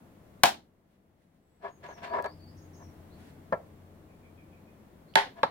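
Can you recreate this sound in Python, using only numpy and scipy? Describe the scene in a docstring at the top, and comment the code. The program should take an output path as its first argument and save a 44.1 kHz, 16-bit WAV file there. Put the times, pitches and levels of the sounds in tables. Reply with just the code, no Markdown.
"""A small workshop; low, distant rumble throughout. The catch of a hollow plastic case snaps home (0.4 s),
ringing the shell and turning the automatic gain down for a second. Fingers brush the case; small birds
start to whistle outside (1.4 s). The case is dragged in stick-slip over the wooden bench, knocking lightly
(1.6-2.3 s). A far engine drone swells at about 2 s, to fade by 5 s; tiny ticks sound (2.2 s). The case is
lifted, knocked on the bench (3.5 s), clicks sharply once more (5.2 s) and is set down (5.4 s)."""
import sys
import numpy as np
from scipy import signal
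from scipy.io import wavfile
from scipy.ndimage import uniform_filter1d

SR = 44100
rng = np.random.default_rng(int(sys.argv[2]) if len(sys.argv) > 2 else 0)


def output_pcm(signal):
    """Save a mono or channel-first signal as 16-bit PCM at the path in sys.argv[1].

    Samples are clipped to [-1, 1] before scaling.
    """
    pcm = np.clip(np.atleast_2d(signal).T, -1, 1) * 32767
    wavfile.write(sys.argv[1], SR, np.round(pcm).astype(np.int16))


N = 242550
TIME_S = np.arange(N) / SR
TAIL_S = TIME_S[:SR // 2]   # time since a blow

FRONT, REAR, EDGE, FOOT, SLIDE = range(5)   # excitation: front catch, rear catch, edge, foot, sliding
EDGES_HZ = 22 * 2 ** np.arange(0, 9.7, 1 / 3)   # third octaves
CENTRES_HZ = np.sqrt(EDGES_HZ[1:] * EDGES_HZ[:-1])
BANDS = [signal.butter(2, pair, "band", fs=SR, output="sos") for pair in zip(EDGES_HZ, EDGES_HZ[1:])]


def from_db(db):
    """Decibels to gain."""
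    return 10 ** (np.asarray(db) / 20)


def unit_rms(x):
    """Scale to rms 1."""
    return x / np.sqrt(np.mean(x ** 2) + 1e-20)


def unit_burst(x):
    """Scale to the energy of 10 ms at rms 1."""
    return x / np.sqrt(np.sum(x ** 2, axis=-1, keepdims=True) / (.01 * SR) + 1e-20)


def at_hz(points, hz):
    """Read a table on a log-frequency axis."""
    points_hz, values = np.array(points).T
    return np.interp(np.log(hz), np.log(points_hz), values)


def band_shares(spectrum):
    """Band gains of total power 1; 73 dB/octave roll-off beyond the spectrum's ends."""
    octaves_above = np.maximum(np.log2(CENTRES_HZ / spectrum[-1][0]), 0)
    octaves_below = np.maximum(np.log2(spectrum[0][0] / CENTRES_HZ), 0)
    density_db = at_hz(spectrum, CENTRES_HZ) - 73 * (octaves_above + octaves_below)
    gain = from_db(density_db) * np.sqrt(np.diff(EDGES_HZ))
    return gain / np.linalg.norm(gain)


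def pan(balance_db):
    """Left and right gains from L-R level."""
    return from_db(np.array([[1], [-1]]) * balance_db / 2)


def widen(mid, side, hz):
    """Stereo pair from two unrelated signals, alike in the bass."""
    # left-right likeness: (frequency [Hz], correlation [-1..1])
    likeness = [(60, 1), (400, 0.81), (900, -0.096), (1800, 0.078), (4000, -0.1), (9000, -0.18),
                (15000, 0.72)]
    alike = np.clip(at_hz(likeness, hz), -1, 1)
    return (np.sqrt(1 + alike) * mid + np.sqrt(1 - alike) * side * [[1], [-1]]) / np.sqrt(2)


def drift(rate_hz):
    """Smooth random curve, spread about 1."""
    return np.interp(TIME_S * rate_hz, np.arange(N), rng.standard_normal(N))


def swell(at_s, hold_s, rise_db_per_s, fall_db_per_s):
    """Gain that rises to 1 at at_s, holds and falls."""
    before_s = np.clip(at_s - TIME_S, 0, 2)
    after_s = np.clip(TIME_S - at_s - hold_s, 0, 2)
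    return from_db(-rise_db_per_s * before_s - fall_db_per_s * after_s)


def add(out, at_s, sound):
    """Mix a sound in at at_s."""
    i = int(at_s * SR)
    out[..., i:i + sound.shape[-1]] += sound[..., :N - i]


def noise(spectrum):
    """Coloured stereo noise, rms 1."""
    white = rng.standard_normal((2, 2, N))
    return unit_rms(sum(gain * widen(*unit_rms(signal.sosfilt(BANDS[k], white[k % 2])), CENTRES_HZ[k])
                        for k, gain in enumerate(band_shares(spectrum)) if gain > 1e-3))


def outdoors(rumble_db=-56, hiss_db=-69, lift_db=3, peak_s=3.07, width_s=0.59):
    """Distant rumble and soft hiss with one broad traffic swell, plus the engine."""
    # noise spectra: (frequency [Hz], relative density [dB])
    rumble_spectrum = [(22, -8), (53, -10), (86, 0), (114, -6.5), (183, -2), (310, -7), (413, -11),
                       (620, -12), (702, -19.5), (808, -16), (1500, -29.5), (1950, -56)]
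    hiss_spectrum = [(590, -29.5), (1000, -3.5), (1370, -7.5), (1850, -5), (2200, -10), (3580, -14.5),
                     (5060, -19), (9360, -19), (15900, -20.5)]
    engine = engine_drone()
    traffic_db = lift_db * np.exp(-((TIME_S - peak_s) / width_s) ** 2)
    rumble = from_db(rumble_db + traffic_db) * noise(rumble_spectrum)
    hiss = from_db(hiss_db + traffic_db) * noise(hiss_spectrum)
    return (rumble + engine) * pan(balance_db=3.0) + hiss


def crack(spectrum, t60_s, right_lag_ms, treble_hz=2200, shortening=0.07, hardness=0.74):
    """Hard click, then dense, heavily damped panel modes; higher ones die sooner."""
    # stereo balance: (frequency [Hz], L-R [dB])
    balance = [(100, 1), (600, -0.5), (1400, 3), (3000, -9.5), (8000, -0.5), (14000, -8)]
    out = 0
    for k, (band, hz, gain) in enumerate(zip(BANDS, CENTRES_HZ, band_shares(spectrum))):
        treble_share = hz / (hz + treble_hz)   # click and lag grow towards the treble
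        fade = from_db(-60 * TAIL_S / (t60_s * (treble_hz / hz) ** shortening))
        force = rng.standard_normal(len(TAIL_S)) * fade
        force[0] += (-1) ** k * hardness * np.linalg.norm(fade) * treble_share
        left = unit_burst(signal.sosfilt(band, force + 1e-18))
        right = np.interp(TAIL_S - right_lag_ms / 1000 * treble_share, TAIL_S, left, left=0)
        out += gain * np.array([left, right]) * pan(at_hz(balance, hz))
    return out


def case_ring(place, t60_share, detune=0, attack_s=0.0019):
    """Shell modes after one blow, damped and detuned by the grip; phase differs left to right."""
    # shell modes: (frequency [Hz], t60 [s], level for FRONT, REAR, EDGE, FOOT, SLIDE [dB])
    modes = [(179, 0.088, -35.5, -37.5, -25, -52, -44), (237, 0.22, -34.5, -50.5, -37, -23, -43.5),
             (402, 0.15, -31, -22, -28, -18, -27.5), (535, 0.089, -32.5, -45, -19, -6, -54),
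             (556, 0.14, -34.5, -19, -33, -0.5, -37), (654, 0.069, -32.5, -34, -16, 1.5, -24),
             (687.7, 0.19, -10.5, -28.5, -31, -21, -21), (780, 0.16, -12.5, -15.5, -31, -35, -40),
             (889, 0.18, -16.5, -12.5, -51, 3, -66), (968, 0.15, -21, -18.5, -23, -22, -20.5),
             (1056, 0.1, -27.5, -17.5, -15.5, -40, -26), (1138.8, 0.06, -26, -45.5, -32, -29, -26),
             (1332, 0.24, -24, -33, -35, -5.5, -49), (1638, 0.11, -18, -15, -28, 0, -47),
             (1680, 0.1, -25, -14.5, -23, -22, -25.5), (1780, 0.12, -30.5, -14.5, -29, -42.5, -35),
             (2146, 0.11, -23.5, -34.5, -41, -33, -39.5), (2307, 0.18, -28, -32, -44.5, -24, -44),
             (2587, 0.15, -25.5, -41, -60, -45, -60), (3200, 0.094, -26.5, -20, -48.5, -38, -71)]
    out = 0
    for hz, t60_s, *levels_db in modes:
        pitch_hz = hz * (1 + detune * rng.standard_normal())
        phase = 2 * np.pi * (pitch_hz * TAIL_S + rng.random())
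        envelope = from_db(levels_db[place] - 60 * TAIL_S / (t60_s * t60_share))
        out += envelope * widen(np.sin(phase), np.cos(phase), hz)
    return out * (1 - np.exp(-TAIL_S / attack_s))


def room_tail(spectrum, build_s=0.014):
    """Wall reflections thicken, then die away band by band."""
    # room decay: (frequency [Hz], t60 [s])
    decay = [(100, 0.6), (300, 0.61), (700, 0.23), (2000, 0.22), (4000, 0.25), (12000, 0.2)]
    # room colour: (frequency [Hz], gain [dB])
    colour = [(100, -7), (400, 0), (900, 2), (2000, 0), (4500, 1.5), (9000, -5), (15000, -4)]
    build = 1 - np.exp(-(TAIL_S / build_s) ** 2)
    out = 0
    for band, hz, gain in zip(BANDS, CENTRES_HZ, band_shares(spectrum)):
        envelope = build * from_db(-60 * TAIL_S / at_hz(decay, hz))
        pair = unit_burst(signal.sosfilt(band, rng.standard_normal((2, len(TAIL_S))) * envelope))
        out += gain * from_db(at_hz(colour, hz)) * widen(*pair, hz)
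    return out


def blows(thump_hz=243, thump_t60_s=0.016):
    """Snaps and knocks: crack, short low puff of air pushed out of the case, shell ring, room tail."""
    # snaps and knocks: (time [s], place, crack [dB], ring [dB], L-R [dB])
    events = [(0.4333, FRONT, -25, -10, 8.5), (0.4353, FRONT, -12, -4.5, 5.5),
              (0.4562, FRONT, -26.5, -16.5, 6), (1.886, EDGE, -44.5, -31, -1.5),
              (2.1364, EDGE, -46, -24.5, -5), (2.1850, EDGE, -31, -18, 1.5), (2.2428, FOOT, -38, -33, 1),
              (2.2608, FOOT, -43, -37, 1), (3.5234, EDGE, -25.5, -4, 3.5), (3.5271, EDGE, -30, -5, 2),
              (5.1550, REAR, -21.5, -9, 1.5), (5.1563, REAR, -18.5, -7.5, -6.5),
              (5.1706, REAR, -33.5, -10.5, 7), (5.4319, FOOT, -20.5, -16.5, 0.5)]
    # crack spectra: (frequency [Hz], relative density [dB])
    front_crack = [(70, -28.5), (160, -13.5), (290, -7), (480, -18.5), (820, 4.5), (1200, -17), (1600, -5),
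                   (2000, -10), (2600, -10), (3400, -8), (4500, -13), (8890, -16.5), (12300, -20),
                   (15900, -25.5)]
    rear_crack = [(120, -14), (341, -16), (620, -7.5), (900, 2.5), (1250, -16), (1650, 2.5), (2000, -1.5),
                  (2500, -11), (3300, -7.5), (6090, -21.5), (8000, -26), (10300, -23.5), (15900, -43.5)]
    edge_crack = [(100, -11), (295, -21.5), (450, 4.5), (698, 10.5), (836, -6), (1080, 6), (1220, -9),
                  (1700, -9.5), (2140, -16.5), (2730, -43), (4200, -37), (7000, -44), (15600, -49)]
    foot_crack = [(120, -17), (312, -16), (520, -1), (750, -4), (930, 10.5), (1150, -12.5), (1450, -6.5),
                  (1800, -12.5), (2200, -7), (2790, -30), (3540, -10.5), (7000, -45), (10000, -35),
                  (15500, -70)]
    # contact per place: (crack t60 [s], room re crack [dB], right treble lead [ms],
    # ring time left by the hand [share], thump re crack [dB])
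    contacts = [(0.026, -5, -.09, 0.96, -7), (0.018, -3, 0.35, 0.9, -21), (0.069, -13.5, 0.062, 0.62, -23),
                (0.052, -12.5, 0.177, 0.38, -5)]
    out = np.zeros((2, N))
    thump = np.sin(2 * np.pi * thump_hz * TAIL_S) * from_db(-60 * TAIL_S / thump_t60_s)
    for at_s, place, crack_db, ring_db, balance_db in events:
        spectrum = [front_crack, rear_crack, edge_crack, foot_crack][place]
        t60_s, room_db, lead_ms, t60_share, thump_db = contacts[place]
        hit = from_db(crack_db) * (crack(spectrum, t60_s, -lead_ms) + from_db(thump_db) * thump)
        ring = from_db(ring_db) * case_ring(place, t60_share, detune=0.005)
        room = from_db(crack_db + room_db) * room_tail(spectrum)
        add(out, at_s, (hit + ring) * pan(balance_db) + room)
    return out


def gain_control(x, trigger_db=-11.5, cut_db=10.5, attack_s=0.27, hold_s=1.007, release_db_per_s=44):
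    """Left level over the trigger ramps the gain down one step; hold, then release."""
    window_s = .006
    too_loud = uniform_filter1d(x[0] ** 2, int(window_s * SR)) > from_db(trigger_db) ** 2
    since_s = TIME_S - np.maximum.accumulate(np.where(too_loud, TIME_S, -np.inf))
    step_db = np.clip(cut_db - release_db_per_s * (since_s - hold_s), 0, cut_db)
    ramp_db = uniform_filter1d(step_db, int(attack_s * SR))
    delayed_db = np.interp(TIME_S - window_s - attack_s / 2, TIME_S, ramp_db)
    return x * from_db(-delayed_db)


def fingers(fade_db_per_s=243):
    """Soft swishes of skin on plastic."""
    # finger strokes: (time [s], hold [s], level [dB])
    brushes = [(.92, 0.03, -69), (1.225, 0.014, -69), (1.355, 0.014, -72), (1.48, 0.14, -74),
               (3.2, 0.1, -65)]
    # skin friction: (frequency [Hz], relative density [dB])
    skin_spectrum = [(1500, 6.5), (3800, -1.5), (6000, -7.5), (10000, -8), (15500, -23)]
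    envelope = sum(from_db(db) * swell(at_s, hold_s, fade_db_per_s, fade_db_per_s)
                   for at_s, hold_s, db in brushes)
    return envelope * noise(skin_spectrum)


def birds(trill_hz=95, direct_db=-6, echo_db=7.0, echo_t60_s=0.32, arch_db=1.4):
    """Runs of whistles, loudest mid-run; each breaks into a trill and is smeared by echoes."""
    # syllables: (first time [s], count, period [s], length [s], start [Hz], middle [Hz], end [Hz],
    # final trill depth [Hz], relative level [dB])
    syllables = [(1.40, 1, 0, 0.2, 7850, 7750, 7900, 60, -81),
                 (1.685, 2, .885, 0.061, 6520, 6650, 6520, 60, -70),
                 (1.856, 2, .88, 0.063, 6500, 6460, 6250, 179, -68),
                 (1.923, 2, .89, 0.044, 6000, 5610, 5560, 160, -66.5),
                 (2.035, 3, .175, 0.08, 4500, 4495, 4510, 81, -67),
                 (2.105, 3, .175, 0.055, 4620, 4810, 5000, 360, -68.5),
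                 (2.564, 2, .165, 0.026, 6000, 5640, 4750, 600, -68),
                 (3.098, 1, 0, 0.047, 3790, 4240, 4510, 300, -73.5),
                 (4.076, 5, .146, 0.035, 2477, 2400, 2280, 170, -66),
                 (4.23, 3, .14, 0.024, 3200, 3290, 3220, 218.8, -81),
                 (5.072, 1, 0, 0.039, 4160, 4290, 4300, 400, -74.5)]
    song = np.zeros(N)
    waver_hz = 70 * drift(330)
    for first_s, count, period_s, length_s, *contour_hz, depth_hz, level_db in syllables:
        t = TIME_S[:int(length_s * SR)]
        glide_hz = np.interp(t, [0, length_s / 2, length_s], contour_hz)
        swing_hz = depth_hz * t / length_s * np.sin(2 * np.pi * trill_hz * t)
        envelope = np.sqrt(np.sin(np.pi * t / length_s))
        for k in range(count):
            at_s = first_s + period_s * k
            note_db = level_db - arch_db * (k - (count - 1) / 2) ** 2
            pitch_hz = glide_hz + swing_hz + np.interp(at_s + t, TIME_S, waver_hz)
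            add(song, at_s, from_db(note_db) * envelope * np.sin(2 * np.pi * np.cumsum(pitch_hz) / SR))
    response = rng.standard_normal((2, len(TAIL_S))) * from_db(-60 * TAIL_S / echo_t60_s)
    response /= np.linalg.norm(response[0])
    echoes = signal.fftconvolve(song[None], response, axes=1)[:, :N]
    return from_db(direct_db) * song + from_db(echo_db) * echoes


def sliding(slips_per_s=1400, ring_db=-1.5, rub_db=-5.5, grit_db=-2, rough_db=2.5):
    """The case sticks and slips on the wood grain; the slips ring the shell and hiss."""
    # strokes over the bench: (time [s], hold [s], relative body level [dB], relative grit level [dB])
    strokes = [(1.631, 0.054, -41, -50.5), (1.65, 0.018, -34.5, -59), (1.843, 0.02, -45.5, -50),
               (1.899, 0.027, -45, -56.5), (1.982, 0.01, -50.5, -56), (2.033, 0.027, -41.5, -44.5),
               (2.081, 0.075, -46, -59), (2.136, 0.065, -31, -55), (2.257, 0.0066, -34, -61),
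               (2.809, 0.018, -55.5, -79), (5.371, 0.044, -51, -59.5)]
    # friction spectra: (frequency [Hz], relative density [dB])
    rub_spectrum = [(300, -14), (450, -8), (683, 13), (850, -2), (1040, 7), (1300, -5), (1550, -5.5),
                    (1900, -15)]
    grit_spectrum = [(1500, 12), (2600, 5), (4000, -1.5), (6000, -12.5), (10000, -20.5), (15500, -35)]
    body_gain, grit_gain = sum(
        from_db(levels_db)[:, None] * swell(at_s, hold_s, rise_db_per_s=951, fall_db_per_s=516)
        for at_s, hold_s, *levels_db in strokes)
    grain = from_db(rough_db * drift(150))
    slips = (rng.random(N) < slips_per_s / SR) * rng.standard_normal(N) * grain
    response = case_ring(SLIDE, t60_share=0.7)
    shell = from_db(ring_db) * unit_rms(signal.fftconvolve(slips[None], response, axes=1)[:, :N])
    rub = from_db(rub_db) * grain * noise(rub_spectrum)
    grit = from_db(grit_db) * grain * noise(grit_spectrum)
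    return body_gain * (shell + rub) * pan(balance_db=4.0) + grit_gain * grit


def engine_drone(wander=0.01403, fade_db_per_s=49.5):
    """A far engine swells and fades; its lines waver in pitch and level."""
    # engine swells: (time [s], hold [s], level [dB])
    swells = [(2.35, 0.5, -52), (3.3, 1.26, -60)]
    # engine lines: (frequency [Hz], relative level [dB])
    lines = [(89, 0.5), (156, -5.5), (308, -7.5)]
    envelope = sum(from_db(db) * swell(at_s, hold_s, fade_db_per_s, fade_db_per_s)
                   for at_s, hold_s, db in swells)
    tone = 0
    for hz, db in lines:
        gain = from_db(db + 2.6 * drift(22))
        pitch_hz = hz * (1 + wander * drift(6.3))
        tone += gain * np.sin(2 * np.pi * np.cumsum(pitch_hz) / SR)
    return envelope * tone


def ticks():
    """Tiny, dry, bright ticks."""
    # ticks: (time [s], level [dB], centre [Hz], half-width at -3 dB [octaves])
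    events = [(2.224, -60, 5500, 1.5), (2.242, -64, 5500, 0.83), (2.2605, -62.5, 5900, 0.48),
              (5.1383, -60, 3300, 0.22)]
    out = np.zeros((2, N))
    for at_s, level_db, centre_hz, octaves in events:
        spectrum = [(hz, -3 * (np.log2(hz / centre_hz) / octaves) ** 2) for hz in CENTRES_HZ]
        add(out, at_s, from_db(level_db) * crack(spectrum, t60_s=0.012, right_lag_ms=0))
    return out * pan(balance_db=-3)


def scene():
    """Case in front; birds and rumble behind."""
    return blows() + ticks() + sliding() + fingers() + birds() + outdoors()


def record(dry):
    """Automatic gain, clipping at full scale, steep low-pass."""
    stop_hz = 16600
    lowpass = signal.cheby2(16, 60, stop_hz, fs=SR, output="sos")
    return signal.sosfilt(lowpass, np.clip(gain_control(dry), -1, 1))


dry = scene()
out = record(dry)
output_pcm(out)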